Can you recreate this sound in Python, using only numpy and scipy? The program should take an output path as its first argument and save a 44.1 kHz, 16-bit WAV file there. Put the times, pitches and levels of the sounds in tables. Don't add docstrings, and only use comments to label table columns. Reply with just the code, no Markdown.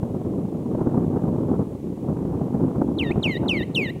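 import sys
import numpy as np
from scipy import signal
from scipy.fft import rfft, irfft
from scipy.io import wavfile
from scipy.ndimage import uniform_filter1d

SR = 44100
rng = np.random.default_rng(int(sys.argv[2]) if len(sys.argv) > 2 else 0)


def wrap_up_sound(samples):
    columns = np.atleast_2d(samples).T
    tamed = np.clip(columns, -1, 1)
    steps = np.round(tamed * 32767).astype(np.int16)
    wavfile.write(sys.argv[1], SR, steps)


N = 176400

# f/Hz, relative level/dB
RUMBLE_SPECTRUM = [(20, -34), (35, -31), (60, -11), (90, -4.5), (170, 1), (260, -0.5), (350, -3.5),
                   (480, -11), (700, -22), (1100, -31), (2000, -75.5)]
FLUTTER_SPECTRUM = [(150, -23), (400, 5.5), (650, 2.5), (900, -0.5), (1270, -10.5), (1600, -19),
                    (2000, -31), (3000, -47)]
# t/s, level/dB before trim
RUMBLE_RIDE = [(0.0, -26.5), (0.04, -26.5), (0.08, -24.5), (0.1, -24.5), (0.24, -29.5), (0.28, -21.5),
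               (0.53, -27), (0.89, -22), (0.91, -23.5), (0.96, -19.5), (1.12, -25.5), (1.17, -19),
               (1.2, -28.5), (1.24, -20.5), (1.63, -22.5), (1.66, -27), (1.82, -34), (1.85, -28),
               (1.98, -32), (2.13, -19), (2.16, -27), (2.46, -21.5), (2.48, -25), (2.65, -21),
               (2.75, -27.5), (2.81, -17), (2.84, -23), (3.09, -24.5), (3.11, -25), (3.14, -30.5),
               (3.17, -20), (3.23, -28), (3.27, -21), (3.34, -28.5), (3.43, -20.5), (3.56, -27),
               (3.61, -21), (3.65, -32.5), (3.7, -27.5), (3.73, -29), (3.82, -20), (3.85, -30),
               (3.97, -29.5), (4.0, -39)]
FLUTTER_RIDE = [(0.0, -48), (0.68, -47.5), (0.75, -41), (0.77, -42), (0.81, -35), (0.83, -38),
                (0.86, -32.5), (0.9, -36), (1.05, -36.5), (1.07, -63), (1.14, -38.5), (1.51, -41.5),
                (1.56, -34.5), (1.58, -48), (1.61, -35), (1.69, -59), (1.74, -48.5), (1.8, -60),
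                (1.88, -49), (1.92, -53), (2.07, -51), (2.09, -39), (2.21, -44), (2.81, -38), (2.82, -28.5),
                (2.84, -43), (2.9, -43), (3.25, -39), (3.27, -29.5), (3.29, -40), (3.36, -62), (3.45, -31),
                (3.6, -46.5), (3.61, -49), (3.69, -58), (3.8, -41.5), (3.99, -65), (4.0, -46)]
RUMBLE_TRIM_DB, FLUTTER_TRIM_DB = -0.09, 1
EDDY_RATE_HZ, RUMBLE_EDDY_DB, FLUTTER_EDDY_DB = 169, 2, 4.5
# start t/s, relative peak level/dB
BUFFET_HITS = [(0.03, -4.5), (0.749, -5), (0.813, -7), (0.871, -5), (1.169, -7.5), (1.494, -29),
               (1.538, -5), (1.593, -9), (2.088, -24), (2.412, -8.5), (2.545, -8), (2.636, -8), (2.818, -9),
               (3.104, -3), (3.157, -8.5), (3.272, -7.5)]
BUFFET_RISE_S, BUFFET_RUMBLE_DB, BUFFET_FLUTTER_DB = .0024, -9, -15.5
# f/Hz, relative level/dB
HISS_SPECTRUM = [(500, -4), (2000, 5), (3200, 2), (4900, -3.5), (7000, -1), (10000, -2.5), (13000, -5.5),
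                 (15500, -8.5)]

# start t/s, relative level/dB, then, timed from that start,
# knee t/s, knee f/Hz, bottom t/s, bottom f/Hz, end t/s, end f/Hz
WHISTLES = [(2.981, -5, .062, 1930, .124, 1765, .141, 2608),
            (3.226, -1.5, .054, 2254, .136, 1825, .151, 2000),
            (3.479, -1.5, 0.057, 2356, .139, 1770, 0.1586, 2064),
            (3.745, -0.5, 0.06, 2426, .144, 1757, 0.161, 2010)]
# t/s from its start, f/Hz
OPENING_SWOOP = [(0, 4380), (.004, 4050), (.010, 3380), (.015, 3100), (.026, 2820)]
ATTACK_S, RELEASE_S, ROUNDING_S = .0046, .006, .022
# f/Hz, relative level/dB
VOICE_RESPONSE = [(1780, -31.5), (2000, -31), (2200, -23.5), (2450, -24.5), (2730, -15.5), (2860, -21.5),
                  (3030, -17.5), (3350, -26.5), (3700, -22.5), (4300, -32.5)]
JITTER, WAVER, SHIMMER_DB = .005, .0032, 1
HARMONIC_LEVELS = [-26.5, -35.5, -41, -52, -46, -43, -43]
# f/Hz, level/dB
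THROAT_EQ = [(3600, 20.5), (4050, 18), (4400, 1.5), (5100, -10), (5600, 0), (6200, 0.5), (7200, 0),
             (8200, 2.5), (10400, 5), (11400, 0), (13300, 10), (15500, -2)]
EFFORT_BRIGHTNESS = .46
FLARE_DB, FLARE_RATE_HZ = 3.5, 74
HOARSE_BELOW_HZ, HOARSE_FADE_HZ, RASP_RATE_HZ = 2154, 90, 200
HALF_TONE_DB, HOARSE_HALF_TONE_DB = -42, -10.5
SHEEN_DB, HOARSE_SHEEN_DB = -23, -3.5
ROCK_DELAY_S, ROCK_DB = .00194, -15
SLOPES_DB, SLOPES_T60_S, SLOPES_BUILD_S = -23.5, .6, .025


def undb(db):
    return 10 ** (np.asarray(db) / 20)


def unit(x):
    return x / np.sqrt(np.mean(x ** 2))


def gain_at(hz, curve):
    f, db = np.array(curve, float).T
    return undb(np.interp(np.log(np.maximum(hz, 1)), np.log(f), db))


def noise(curve):
    f = np.fft.rfftfreq(N, 1 / SR)
    return unit(irfft(rfft(rng.standard_normal(N)) * gain_at(f, curve), N))


def wobble(rate):
    f = np.fft.rfftfreq(N, 1 / SR)
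    return unit(irfft(rfft(rng.standard_normal(N)) * np.exp(-(2 * f / rate) ** 2), N))


def wind(t):
    eddies = np.clip(wobble(EDDY_RATE_HZ), -2, 2)
    rumble_gain = undb(np.interp(t, *np.array(RUMBLE_RIDE).T) + RUMBLE_TRIM_DB)
    rumble_gain *= unit(undb(RUMBLE_EDDY_DB * eddies))
    flutter_gain = undb(np.interp(t, *np.array(FLUTTER_RIDE).T) + FLUTTER_TRIM_DB)
    flutter_gain *= unit(undb(FLUTTER_EDDY_DB * eddies))
    buffets = 0
    for start, db in BUFFET_HITS:
        age = np.maximum(t - start, 0) / BUFFET_RISE_S
        buffets += undb(db + BUFFET_RUMBLE_DB) * age * np.exp(1 - age)
    rumble = np.hypot(rumble_gain, buffets) * noise(RUMBLE_SPECTRUM)
    flutter = np.hypot(flutter_gain, undb(BUFFET_FLUTTER_DB) * buffets) * noise(FLUTTER_SPECTRUM)
    return rumble + flutter


def hiss(level_db=-61.5):
    return undb(level_db) * noise(HISS_SPECTRUM)


def whistle_gesture(t, db, knee_s, knee_hz, bottom_s, bottom_hz, end_s, end_hz):
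    path = np.array(OPENING_SWOOP + [(knee_s, knee_hz), (bottom_s, bottom_hz), (end_s, end_hz)])
    hz = np.interp(t, *path.T)
    rounding = np.interp(t, [OPENING_SWOOP[-1][0], knee_s, bottom_s, end_s], [.13, 1, .44, .076])
    hz += rounding * (uniform_filter1d(hz, int(ROUNDING_S * SR)) - hz)
    gate = np.clip(t / ATTACK_S, 0, 1) * np.clip((end_s - t) / RELEASE_S + .5, 0, 1)
    brightness = np.full(N, undb(EFFORT_BRIGHTNESS * db))
    return np.array([hz, gate * undb(db), brightness]) * (gate > 0)


def nuthatch(t):
    hz, strength, brightness = sum(whistle_gesture(t - start, *shape) for start, *shape in WHISTLES)
    hz *= 1 + JITTER * wobble(rate=430) + WAVER * wobble(rate=84)
    phase = 2 * np.pi * np.cumsum(hz) / SR
    hoarseness = np.clip((HOARSE_BELOW_HZ - hz) / HOARSE_FADE_HZ, 0, 1)
    half_tone_gain = undb(HALF_TONE_DB) + hoarseness * undb(HOARSE_HALF_TONE_DB)
    sheen_gain = undb(SHEEN_DB) + hoarseness * undb(HOARSE_SHEEN_DB)
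    tone = np.sin(phase) + brightness * half_tone_gain * rasp(1.5 * phase)
    for harmonic, db in enumerate(HARMONIC_LEVELS, 2):
        flare = brightness * undb(db + FLARE_DB * wobble(FLARE_RATE_HZ)) * (harmonic * hz < SR / 2)
        overtone = gain_at(harmonic * hz, THROAT_EQ) * np.sin(harmonic * phase)
        halfway = harmonic + .5
        sheen = sheen_gain * gain_at(halfway * hz, THROAT_EQ) * rasp(halfway * phase)
        tone += flare * (overtone + sheen)
    shimmer = undb(SHIMMER_DB * wobble(rate=450))
    return strength * gain_at(hz, VOICE_RESPONSE) * shimmer * tone


def rasp(phase):
    return (wobble(RASP_RATE_HZ) * np.sin(phase) + wobble(RASP_RATE_HZ) * np.cos(phase)) / np.sqrt(2)


def rock_reflection(t, song):
    return undb(ROCK_DB) * np.interp(t - ROCK_DELAY_S, t, song)


def slope_echo(t, song):
    decay = np.exp(-np.log(1000) * t / SLOPES_T60_S)
    bloom = 1 - np.exp(-t / SLOPES_BUILD_S)
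    tail = rng.standard_normal(N) * decay * bloom
    return undb(SLOPES_DB) * signal.fftconvolve(song, tail / np.linalg.norm(tail))[:N]


def scene():
    t = np.arange(N) / SR
    song = nuthatch(t)
    echoes = rock_reflection(t, song) + slope_echo(t, song)
    return (wind(t) + hiss() + song + echoes)[None]


def record(dry):
    cutoff_hz = 15700
    return signal.sosfilt(signal.ellip(10, .1, 80, cutoff_hz, fs=SR, output="sos"), dry)


dry = scene()
out = record(dry)
wrap_up_sound(out)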